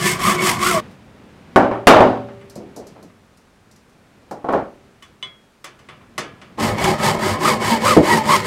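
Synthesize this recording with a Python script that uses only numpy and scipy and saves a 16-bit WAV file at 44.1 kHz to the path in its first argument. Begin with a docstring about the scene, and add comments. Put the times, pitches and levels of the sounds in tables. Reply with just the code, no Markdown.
"""In a garage, close by, a hacksaw cuts a steel can held in a bench vice.
After four strokes the saw is dropped on the wooden bench, the can is turned and clamped again,
the saw is picked up, clinks against the metal and cuts on for ten strokes.
Sawing is noise and tooth bites sent through resonances, plus a whine at the tooth rate and squeals.
Knocks, clinks and ticks are fading noise and ringing tones; the loudest overload the microphone."""
import sys
import numpy as np
from scipy import signal
from scipy.fft import rfft, irfft, next_fast_len
from scipy.io import wavfile

SR = 44100
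rng = np.random.default_rng(int(sys.argv[2]) if len(sys.argv) > 2 else 0)


def to_wav(s):
    """Save 16-bit WAV."""
    ch = np.atleast_2d(s).T  # columns
    pcm = np.round(np.clip(ch, -1, 1) * 32767)  # PCM
    wavfile.write(sys.argv[1], SR, pcm.astype(np.int16))


N = 373086   # length of the scene in samples


def from_db(db):
    """Decibels to gain."""
    return 10 ** (np.asarray(db) / 20)


def rms_one(x):
    """Scale to unit power."""
    return x / np.sqrt(np.mean(x ** 2) + 1e-20)


def at_hz(points, hz):
    """Read a table on a log-frequency axis."""
    table_hz, value = np.transpose(points)
    return np.interp(np.log(hz + 1e-3), np.log(table_hz), value)


def colour(x, spectrum):
    """Give x a spectrum that falls away beyond the table's ends; unit power."""
    size = next_fast_len(len(x))
    hz = np.arange(size // 2 + 1) * SR / size + 1e-3
    low_skirt = np.minimum(1, hz / spectrum[0][0]) ** 2
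    high_skirt = np.minimum(1, spectrum[-1][0] / hz) ** 2
    gain = from_db(at_hz(spectrum, hz)) * low_skirt * high_skirt
    return rms_one(irfft(rfft(x, size) * gain, size)[:len(x)])


def drift(rate, size):
    """Smooth chance with spread 1, heading for a new random value rate times a second."""
    knots = np.arange(size) * rate / SR
    return rms_one(np.interp(knots, np.arange(N // 20), rng.standard_normal(N // 20)))


def resonate(x, hz, width):
    """A resonance with gain 1 on top; width in Hz."""
    r = np.exp(-np.pi * width / SR)
    top = np.array([1, 0, -1]) * (1 - r * r) / 2
    return signal.lfilter(top, [1, -2 * r * np.cos(2 * np.pi * hz / SR), r * r], x)


def clicks(times, sizes):
    """One impulse for each event."""
    out = np.full(N, 1e-18)
    np.add.at(out, (times * SR).astype(int), sizes)
    return out


def ring(x, hz, t60):
    """A unit click sets a sine of height 1 ringing; it falls by 60 dB in t60 seconds."""
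    r, w = from_db(-60 / (t60 * SR)), 2 * np.pi * hz / SR
    return signal.lfilter([0, np.sin(w)], [1, -2 * r * np.cos(w), r * r], x)


def struck(times, db, modes, spread_db):
    """Every blow wakes each mode of an object with a strength of its own."""
    sizes = from_db(db[:, None] + spread_db * rng.standard_normal((len(times), len(modes))))
    out = 0
    for k, (hz, level, t60) in enumerate(modes):
        out = out + (-1) ** k * ring(clicks(times, from_db(level) * sizes[:, k]), hz, t60)
    return out


def softness(hz, corner_hz):
    """A soft contact gives little above its corner, apart from a faint click."""
    return 1 / np.sqrt(1 + (hz / corner_hz) ** 6) + .004


def blows(times, db, corner_hz, share, spectrum, decay):
    """Each blow wakes a dense crowd of modes, noise that dies away band by band."""
    edges = np.geomspace(45, 17000, 25)   # bands about a third of an octave wide
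    centres = np.sqrt(edges[1:] * edges[:-1])
    gains = from_db(at_hz(spectrum, centres)) * np.sqrt(np.diff(edges))
    gains = gains * softness(centres, corner_hz[:, None])
    gains *= (from_db(db) / np.linalg.norm(gains, axis=1))[:, None]
    white, age, out = rng.standard_normal((2, N)), np.arange(SR) / SR, np.zeros(N)
    crack = 0.66 + 0.55 * np.exp(-age / 0.0049)   # the first moments stand above the tail
    starts = (times * SR).astype(int)
    for k, hz in enumerate(centres):
        band_filter = signal.butter(2, edges[k:k + 2], "band", fs=SR, output="sos")
        band = rms_one(signal.sosfilt(band_filter, white[k % 2]))
        swell = crack * (1 - np.exp(-age * min(hz, 1500)))   # low bands build up more slowly
        for at, gain, t60 in zip(starts, gains[:, k], share * at_hz(decay, hz)):
            fade = swell * np.exp(-np.log(1000) * age / t60)
            out[at:at + SR] += gain * band[at:at + SR] * fade[:N - at]
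    return out


def crowd(x, above_hz, t60, wet):
    """Thin steel and the near walls add a dense crowd of short resonances."""
    age = np.arange(SR // 5) / SR
    tail = rng.standard_normal(len(age)) * np.exp(-np.log(1000) * age / t60)
    tail = tail / np.linalg.norm(tail)
    tail = signal.sosfilt(signal.butter(2, above_hz, "high", fs=SR, output="sos"), tail)
    direct = signal.sosfilt(signal.butter(1, above_hz, "high", fs=SR, output="sos"), x)
    dry_share, wet_share = 1 / np.hypot(1, wet), wet / np.hypot(1, wet)
    return x - (1 - dry_share) * direct + wet_share * signal.fftconvolve(x, tail)[:len(x)]


FIRST_SPAN, SECOND_SPAN = (-.03, .805), (6.575, 8.63)   # the blade is in the cut: from s, to s


def in_cut(times):
    """Whether the blade is pressed into the can at these times."""
    return sum((times > start) & (times < end) for start, end in (FIRST_SPAN, SECOND_SPAN)) > 0


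# Colour of the steady garage noise. Each row: pitch in Hz, relative level in dB per Hz.
AIR = [(30, -9), (60, -10), (110, -12.5), (215, -10), (300, -16.5), (470, -14), (800, -17.5), (1300, -17),
       (3000, -25.5), (8900, -33), (15700, -44)]
# Colour of the low rumble. Each row: pitch in Hz, relative level in dB per Hz.
RUMBLE = [(45, -8.5), (100, -1.5), (150, -2), (210, 1), (330, -7), (470, -9), (1200, -17.5), (2500, -21.5)]
# The rumble's rise and fall while the saw is lifted away, the can is reset and the saw is lined up.
# Three lists, one for each step. Each row: time in seconds, level in dB before the trim below.
HANDLING = [
    [(0.83, -40), (0.978, -48), (1.354, -47.5), (1.53, -46)],
    [(3.0, -49.5), (3.142, -57), (3.622, -58.5), (4.28, -53)],
    [(4.8, -53.5), (5.608, -62.5), (5.838, -54), (6.55, -49)],
]
AIR_DB = -57
HANDLING_TRIM_DB, SAWING_RUMBLE_DB = 2, -33.5   # added to HANDLING; rumble of the bench under the saw


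def background():
    """Steady garage noise and a low rumble of handling, stronger under the saw."""
    t = np.arange(N) / SR
    handling_db = HANDLING_TRIM_DB + np.interp(t, *np.vstack(HANDLING).T)
    rumble_db = np.where(in_cut(t), SAWING_RUMBLE_DB, handling_db)
    air = from_db(AIR_DB) * colour(rng.standard_normal(N), AIR)
    return air + from_db(rumble_db) * colour(rng.standard_normal(N), RUMBLE)


# Small steel ticks of the vice handle and the saw. Each row: start in seconds, level in dB.
TICKS = [(0.909, -58), (1.562, -33), (1.87, -13), (2.497, -44.5), (2.555, -43), (2.762, -40), (2.788, -60),
         (2.868, -47), (3.027, -50.5), (3.372, -56.5), (3.712, -52), (3.76, -56), (3.894, -62), (4.31, -44),
         (4.524, -47.5)]
# Colour of a tick's noise. Each row: pitch in Hz, relative level in dB per Hz.
TICK_COLOUR = [(2500, -28.5), (3800, -14), (4500, 0), (6000, -1), (8500, -3.5), (12000, -4), (16000, -14)]
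# How long that noise lasts. Each row: pitch in Hz, seconds to fall 60 dB before TICK_RING_SHARE.
TICK_T60 = [(4000, 0.29), (14000, 0.1134)]
# Tones of the vice handle. Each row: pitch in Hz, relative level in dB, seconds to fall 60 dB.
HANDLE = [(4460, -3.5, .16), (4980, 0, .22), (5770, 1, 0.17), (6200, -6.5, 0.29), (7070, -3, .16),
          (8802, -8, .15), (11700, -7.5, .16), (12000, -11, .18)]
TICK_HZ, TICK_RING_SHARE = 11500, 0.95   # dull above this pitch; share of the noise's fading time


def vice(ring_db):
    """The loose handle ticks when the bench is jolted and as the jaws close on the can."""
    times, db = np.transpose(TICKS)
    alike = np.ones(len(times))
    ticks = blows(times, db, TICK_HZ * alike, TICK_RING_SHARE * alike, TICK_COLOUR, TICK_T60)
    return ticks + struck(times, db + ring_db, HANDLE, spread_db=0.5)


# Knocks that shake the bench. Each row: start in seconds, thud level in dB, pitch in Hz above which
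# it is dull, seconds it rattles on, level of the frame's ring in dB.
KNOCKS = [(0.283, -20.5, 403, .01, -45), (1.56, -3, 1670, 0.097, -4.5), (1.714, -19.5, 1426, 0.07, -22),
          (1.87, 5.5, 3630, 0.15, -6), (2.006, -9.5, 1075, 0.13, -7), (2.161, -37, 990, 0.055, -33),
          (2.286, -37.5, 2200, .01, -57), (2.56, -26, 376, 0.12, -42), (2.764, -27.5, 530, 0.092, -46),
          (2.961, -41, 1100, 0.083, -58), (3.029, -36, 248, 0.021, -56), (4.311, -21.5, 880, 0.018, -39),
          (4.444, -18.5, 770, 0.045, -31), (4.487, -13.5, 1240, .1, -35), (4.535, -12, 940, 0.028, -25),
          (6.183, -27, 405, .06, -55), (7.966, 4, 426, .01, -27)]
BOUNCE_S = .03   # average gap between bounces
BOUNCE_LOSS_DB, RATTLE_FADE_DB = 7, 16.5   # drop to the bounces; further drop over the whole rattle
BOUNCE_DULL_HZ = 1100   # a bounce is a soft contact: dull above this at the most


def rattle(count):
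    """Each knock is followed by softer, fading bounces for as long as it rattles."""
    s, db, corner_hz, rattle_s, ring_db = np.transpose(KNOCKS)[:, :, None]
    k = np.arange(count)
    bounce = k > 0   # number 0 is the knock itself
    delay = BOUNCE_S * (k + bounce * rng.uniform(-0.22, .25, (len(KNOCKS), count)))
    loss_db = bounce * BOUNCE_LOSS_DB + RATTLE_FADE_DB * delay / rattle_s
    dull_hz = np.where(bounce, np.minimum(corner_hz, BOUNCE_DULL_HZ), corner_hz)
    heard = delay <= rattle_s
    return [column[heard] for column in (s + delay, db - loss_db, dull_hz, ring_db - loss_db)]


# Colour of a thud on the bench. Each row: pitch in Hz, relative level in dB per Hz.
BENCH_COLOUR = [(50, -22), (100, -17), (180, -9), (260, -5.5), (370, -3), (460, -4), (620, 0.5),
                (850, -3.5), (1250, -6), (1700, -10.5), (2500, -14), (5000, -31), (9000, -25),
                (16000, -23.5)]
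# How long a thud lasts. Each row: pitch in Hz, seconds to fall 60 dB before the shares below.
BENCH_T60 = [(80, 0.7), (260, 0.56), (700, 0.47), (1800, 0.51), (5000, 0.87), (14000, 0.25)]
# Saw frame and bench ringing on. Each row: pitch in Hz, relative level in dB, seconds to fall 60 dB.
FRAME = [(117, -26.5, 1.2), (217, -17.5, 0.87), (257, -9.5, 0.51), (306.8, -10.5, 0.45), (378, -3.5, 0.3),
         (396, -28, 2.2), (503, -12.5, 0.41), (573, -11.5, 0.81), (636, -4.5, 0.3), (755, -8.5, .45),
         (798, -10, 0.44), (894, -12, .3), (935, -9.5, 0.26), (1091, -10.5, .25), (1160, -12, .25),
         (1520, -16.5, 0.33)]
# share of the thud's fading time: free, and with the saw pressed into the cut
BENCH_RING_SHARE, BENCH_HELD_SHARE = 0.66, 0.45


def bench():
    """Wood thuds and the saw frame rings on."""
    times, db, corner_hz, ring_db = rattle(count=9)
    share = np.where(in_cut(times), BENCH_HELD_SHARE, BENCH_RING_SHARE)
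    out = blows(times, db, corner_hz, share, BENCH_COLOUR, BENCH_T60)
    sizes = from_db(ring_db + rng.normal(0, 1.2, (len(db), len(FRAME))).T)
    for size, (hz, level, t60) in zip(sizes, FRAME):
        hits = clicks(times, size * softness(hz, corner_hz))
        out = out + ring(hits * from_db(level), hz, t60)
    return out


# The saw touching can and vice. Each row: start in seconds, clash level in dB, pitch in Hz above
# which it is dull, level of the saw's ring in dB.
CLINKS = [(0.392, -22, 3300, -38), (0.795, -34, 8900, -67), (2.412, -46, 2320, -62), (3.1, -55, 2300, -80),
          (4.486, -58, 3000, -50), (5.024, -42, 12300, -43.5), (5.227, -36, 4930, -24.5),
          (5.642, -31, 11050, -47), (5.79, -49.5, 9000, -66), (5.887, -36, 3420, -49),
          (6.011, -51.5, 1990, -73.5), (6.179, -20, 8800, -35.5), (6.415, -40, 4500, -66.5),
          (6.599, -21, 9100, -48), (6.782, -23, 8500, -41), (6.799, -27, 12000, -51),
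          (6.823, -24, 12000, -45), (6.841, -11, 14300, -26)]
# Colour of a clash. Each row: pitch in Hz, relative level in dB per Hz.
CLINK_COLOUR = [(71, -60), (120, 0.5), (253, -30), (330, -5.5), (437, -12.5), (852, -8.5), (1130, -8),
                (1870, -14), (2590, -11), (3570, -17), (4840, -14.5), (15000, -20.5)]
# How long a clash lasts. Each row: pitch in Hz, seconds to fall 60 dB before the shares below.
CLINK_T60 = [(200, 0.8), (2000, 0.61), (6000, 0.29), (14000, 0.069)]
# Tones of blade and bow. Each row: pitch in Hz, relative level in dB, seconds to fall 60 dB.
STEEL = [(1030, -11, 0.21), (1205, -30, 0.16), (2080, -20, .3), (2157, -12, .2), (2190, -14, 0.31),
         (3000, 0, .1), (3230, -22, .08), (3310, -14, 0.4), (3420, -8, 0.19), (3440, -0.5, .16),
         (3930, -22, 0.17), (6150, -16, 0.093), (8510, -21, .12)]
# Tones of the can in the jaws. Each row: pitch in Hz, relative level in dB, seconds to fall 60 dB.
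CAN = [(1124, -1.5, 0.19), (1238, -8, 0.2), (1690, -13, 0.57), (1840, -4, 0.16), (2038, 1, 0.12),
       (2720, -13, 0.071), (2840, -26, 0.23), (3860, -5.5, 0.028), (5400, -30, 0.062), (7740, -9, 0.063),
       (7800, -20, 0.043), (9250, -17, .2)]
# free, and with the saw pressed into the cut: share of the clash's fading time; can ring against clash
CLINK_RING_SHARE, CLINK_HELD_SHARE = 0.65, .14
CAN_RING_DB, CAN_HELD_DB = -6.5, -29


def clinks():
    """Steel on steel: a short clash, then saw and can ring; pressure shortens clash, quiets can."""
    times, db, corner_hz, saw_db = np.transpose(CLINKS)
    held = in_cut(times)
    share = np.where(held, CLINK_HELD_SHARE, CLINK_RING_SHARE)
    can_db = db + np.where(held, CAN_HELD_DB, CAN_RING_DB)
    clash = blows(times, db, corner_hz, share, CLINK_COLOUR, CLINK_T60)
    clash = crowd(clash, above_hz=350, t60=0.079, wet=0.58)
    saw_ring = struck(times, saw_db, STEEL, spread_db=4.5)
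    return clash + saw_ring + struck(times, can_db, CAN, spread_db=0.5)


# The blade catches in the cut and sings or shakes the bench. Each row: middle in seconds,
# pitch in Hz, glide in Hz per second, level in dB.
SQUEALS = [(0.065, 1763, 600, -20.5), (.10, 2160, 0, -22.5), (0.298, 206, 6, -25), (.41, 2220, -5, -24),
           (0.758, 654, -1200, -20.5), (6.704, 98.8, -3, -26), (6.87, 64, 0, -35), (6.898, 371, -3, -20.5),
           (7.31, 101.2, 0, -30), (7.736, 923, -1200, -18), (8.131, 1915, -1500, -19),
           (8.187, 888, -600, -18)]
# time from the peak to half height for a tone at the reference pitch; lower tones last longer
SQUEAL_HALF_S, SQUEAL_REF_HZ, SQUEAL_LENGTH_POWER = .03, 990, .22
SQUEAL_WOBBLE_HZ = 9


def squeals(flutter_db):
    """Short, unsteady tones that swell and fade within the sawing."""
    out = np.zeros(N)
    for s, hz, glide, db in SQUEALS:
        half = SQUEAL_HALF_S * (SQUEAL_REF_HZ / hz) ** SQUEAL_LENGTH_POWER
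        at = np.arange(max(0, int((s - 2 * half) * SR)), min(N, int((s + 2 * half) * SR)))
        t = at / SR - s
        pitch = hz + glide * t + SQUEAL_WOBBLE_HZ * drift(336, len(at))
        phase = 2 * np.pi * np.cumsum(pitch) / SR
        level = np.sqrt(2) * from_db(db + flutter_db * drift(153, len(at)))
        out[at] += level * np.hanning(len(at)) * np.sin(phase)
    return out


TURN_SHARE = .52   # the arm turns this far between one fastest moment and the next
PULL_PEAKEDNESS = 0.65   # the rasp peaks less sharply on the pull than on the push


def sawing(strokes, span, body_modes, rasp_spectrum, body_db, wander_db, grit, jitter, judder_db,
           body_power, rasp_power, whine_power, turn_body, turn_rasp, blur, overtone_db, dull_hz):
    """Teeth cross the can's wall at a rate set by blade speed; each tears a chip and shakes the can."""
    fastest, top_rate, rasp_db, whine_db = np.transpose(strokes)
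    turns = fastest[:-1] + TURN_SHARE * np.diff(fastest)
    start, end = np.append(span[0], turns), np.append(turns, span[1])
    first, last = max(0, int(start[0] * SR)), min(N, int(end[-1] * SR))
    t = np.arange(first, last) / SR
    size = len(t)
    # the arm speeds the blade up and stops it again at every turn
    marks = np.append(np.column_stack([start, fastest]).ravel(), end[-1])
    arm_angle = np.pi / 2 * np.interp(t, marks, np.arange(len(marks)))
    speed = np.abs(np.sin(arm_angle)) + 1e-4
    stroke = np.clip(np.searchsorted(start, t) - 1, 0, len(start) - 1)
    rate = top_rate[stroke] * speed ** .6 * (1 + jitter * drift(500, size))
    teeth = np.cumsum(rate) / SR   # how many teeth have passed
    # uneven bites, and friction noise that surges with each tooth
    bites = np.diff(np.floor(teeth), prepend=0) * (.5 + rng.standard_normal(size))
    friction = rng.standard_normal(size) * (1 + 0.088 * np.cos(2 * np.pi * teeth))
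    judder = from_db(judder_db * drift(170, size))
    force = (rms_one(bites) * grit + rms_one(friction)) * judder
    # the point of contact shifts, so each resonance comes and goes
    body = np.zeros(size)
    for k, (hz, width, db) in enumerate(body_modes):
        gain = from_db(db + wander_db * drift(14, size))
        body += (-1) ** k * gain * resonate(force, hz, width)
    body = rms_one(body)
    rasp = colour(force, rasp_spectrum)
    # the free length of blade changes with its travel, so the echo from its end sweeps through the rasp
    travel = .5 - .5 * np.cos(arm_angle)
    lag = (.0016 + 0.001227 * travel) * SR
    echo = np.interp(np.arange(size) - lag, np.arange(size), rasp)
    rasp = rms_one(rasp + .35 * echo)
    dull = signal.sosfilt(signal.butter(1, dull_hz, fs=SR, output="sos"), rasp)
    rasp = dull + (rasp - dull) * np.sqrt(speed)   # a slow blade sounds duller
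    # at full speed the teeth fall into step and the blade whines
    tone = np.sin(2 * np.pi * teeth) * from_db(2.5 * drift(140, size))
    # uneven teeth smear the whine and its overtones into bands that glide with the speed
    smear = np.zeros(size)
    for k in range(1, 4):
        sine_part = drift(260 * k, size) * np.sin(2 * np.pi * k * teeth)
        cosine_part = drift(260 * k, size) * np.cos(2 * np.pi * k * teeth)
        smear += from_db(overtone_db * np.log2(k)) * (sine_part + cosine_part)
    whine = rms_one(tone + blur * smear)
    # body and rasp keep a share of their level at the turns; the whine all but vanishes there
    body_level = from_db(body_db) * (turn_body + (1 - turn_body) * speed ** body_power)
    peakedness = rasp_power * np.where(stroke % 2, PULL_PEAKEDNESS, 1)
    rasp_level = from_db(np.interp(t, fastest, rasp_db))
    rasp_level = rasp_level * (turn_rasp + (1 - turn_rasp) * speed ** peakedness)
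    whine_level = from_db(whine_db[stroke]) * speed ** whine_power
    sound = body * body_level + rasp * rasp_level + whine * whine_level
    # the blade's contact fades in and out at the ends of the cut
    contact = np.clip((t - start[0]) / 0.014, 0, 1) * np.clip((end[-1] - t) / 0.0034, 0, 1)
    return np.pad(sound * contact, (first, N - last))


# Strokes, push and pull in turn. Each row: fastest moment in seconds, teeth per second at full
# speed, rasp level in dB, whine level in dB.
FIRST_STROKES = [(.08, 895, -18.5, -44), (.275, 1205, -20.5, -18.5), (.472, 1160, -18, -21),
                 (.68, 1390, -20, -20)]
# Resonances of can, blade and vice. Each row: pitch in Hz, width in Hz, relative level in dB.
FIRST_BODY = [(121, 46, -0.5), (175, 24, 6), (204.5, 10.7, 6.5), (358.5, 13.5, 9.5), (716, 120, -5),
              (983, 35, 1), (1112, 84, 5.5), (1330, 45, -19), (1740, 14, -15), (2295, 45, -4)]
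# Colour of chips tearing off. Each row: pitch in Hz, relative level in dB per Hz.
FIRST_RASP = [(1400, -3), (2150, 6), (2500, -0.5), (3300, 1.5), (4000, -6), (4700, -3), (5600, -3.5),
              (7000, -4), (8100, -0.5), (9200, -6.5), (11000, -7), (13500, -12.5), (15800, -21)]


def first_cut():
    """Four strokes, with the can in its first clamping and its resonances."""
    return sawing(FIRST_STROKES, FIRST_SPAN, FIRST_BODY, FIRST_RASP,
                  body_db=-19.5, wander_db=3.0, grit=0.64, jitter=.035, judder_db=1.2,
                  body_power=1.3, rasp_power=2.45, whine_power=3.6, turn_body=0.63, turn_rasp=0.24,
                  blur=1.0, overtone_db=-12.0, dull_hz=5000)


# Strokes, push and pull in turn. Each row: fastest moment in seconds, teeth per second at full
# speed, rasp level in dB, whine level in dB.
SECOND_STROKES = [(6.64, 696, -24.5, -41), (6.868, 846, -25.5, -26), (7.07, 920.4, -21, -17),
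                  (7.28, 818, -25.5, -38), (7.472, 1200, -20.5, -14.5), (7.695, 1021, -22.5, -25),
                  (7.888, 1259, -19, -10.5), (8.125, 964, -22, -15), (8.328, 1120, -19.5, -11),
                  (8.52, 952, -19.5, -24)]
# Resonances after clamping again. Each row: pitch in Hz, width in Hz, relative level in dB.
SECOND_BODY = [(104.4, 16, -2.5), (164, 24.6, 0), (221.9, 11.5, 4.5), (301, 30, -4.5), (381, 50, -0.5),
               (506.4, 15.3, 1.5), (595, 37, -0.5), (816, 64, -2.5), (930, 103, -4.5), (1055, 74, -1),
               (1268, 39, -4.5), (1445, 8.7, -23), (1810, 280, -19.5), (2230, 19, -4)]
# Colour of chips tearing off. Each row: pitch in Hz, relative level in dB per Hz.
SECOND_RASP = [(1400, -2.5), (2150, 0.5), (2500, -6), (3000, -1.5), (3700, -7), (4800, -4.5), (5900, -10.5),
               (7900, -7.5), (9500, -13.5), (11500, -15.5), (13300, -19), (15800, -29)]


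def second_cut():
    """Ten strokes; the can clamped anew has other resonances."""
    return sawing(SECOND_STROKES, SECOND_SPAN, SECOND_BODY, SECOND_RASP,
                  body_db=-17.5, wander_db=2.5, grit=0.63, jitter=.035, judder_db=0.93,
                  body_power=1.18, rasp_power=2.3, whine_power=5.1, turn_body=0.4, turn_rasp=0.24,
                  blur=0.37, overtone_db=-11.5, dull_hz=3520)


def scene():
    """Two spells of sawing with the handling in between."""
    saw = crowd(first_cut() + second_cut(), above_hz=2600, t60=.03, wet=.4)
    handling = vice(ring_db=-13.5) + bench() + clinks()
    return (background() + handling + squeals(flutter_db=3.5) + saw)[None]


CUTOFF_HZ = 15850


def record(dry):
    """The input overloads at full scale and cuts off the peaks; a steep filter removes the top treble."""
    clipped = np.clip(dry, -1, 1)
    return signal.sosfilt(signal.ellip(10, .1, 70, CUTOFF_HZ, fs=SR, output="sos"), clipped)


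dry = scene()
out = record(dry)
to_wav(out)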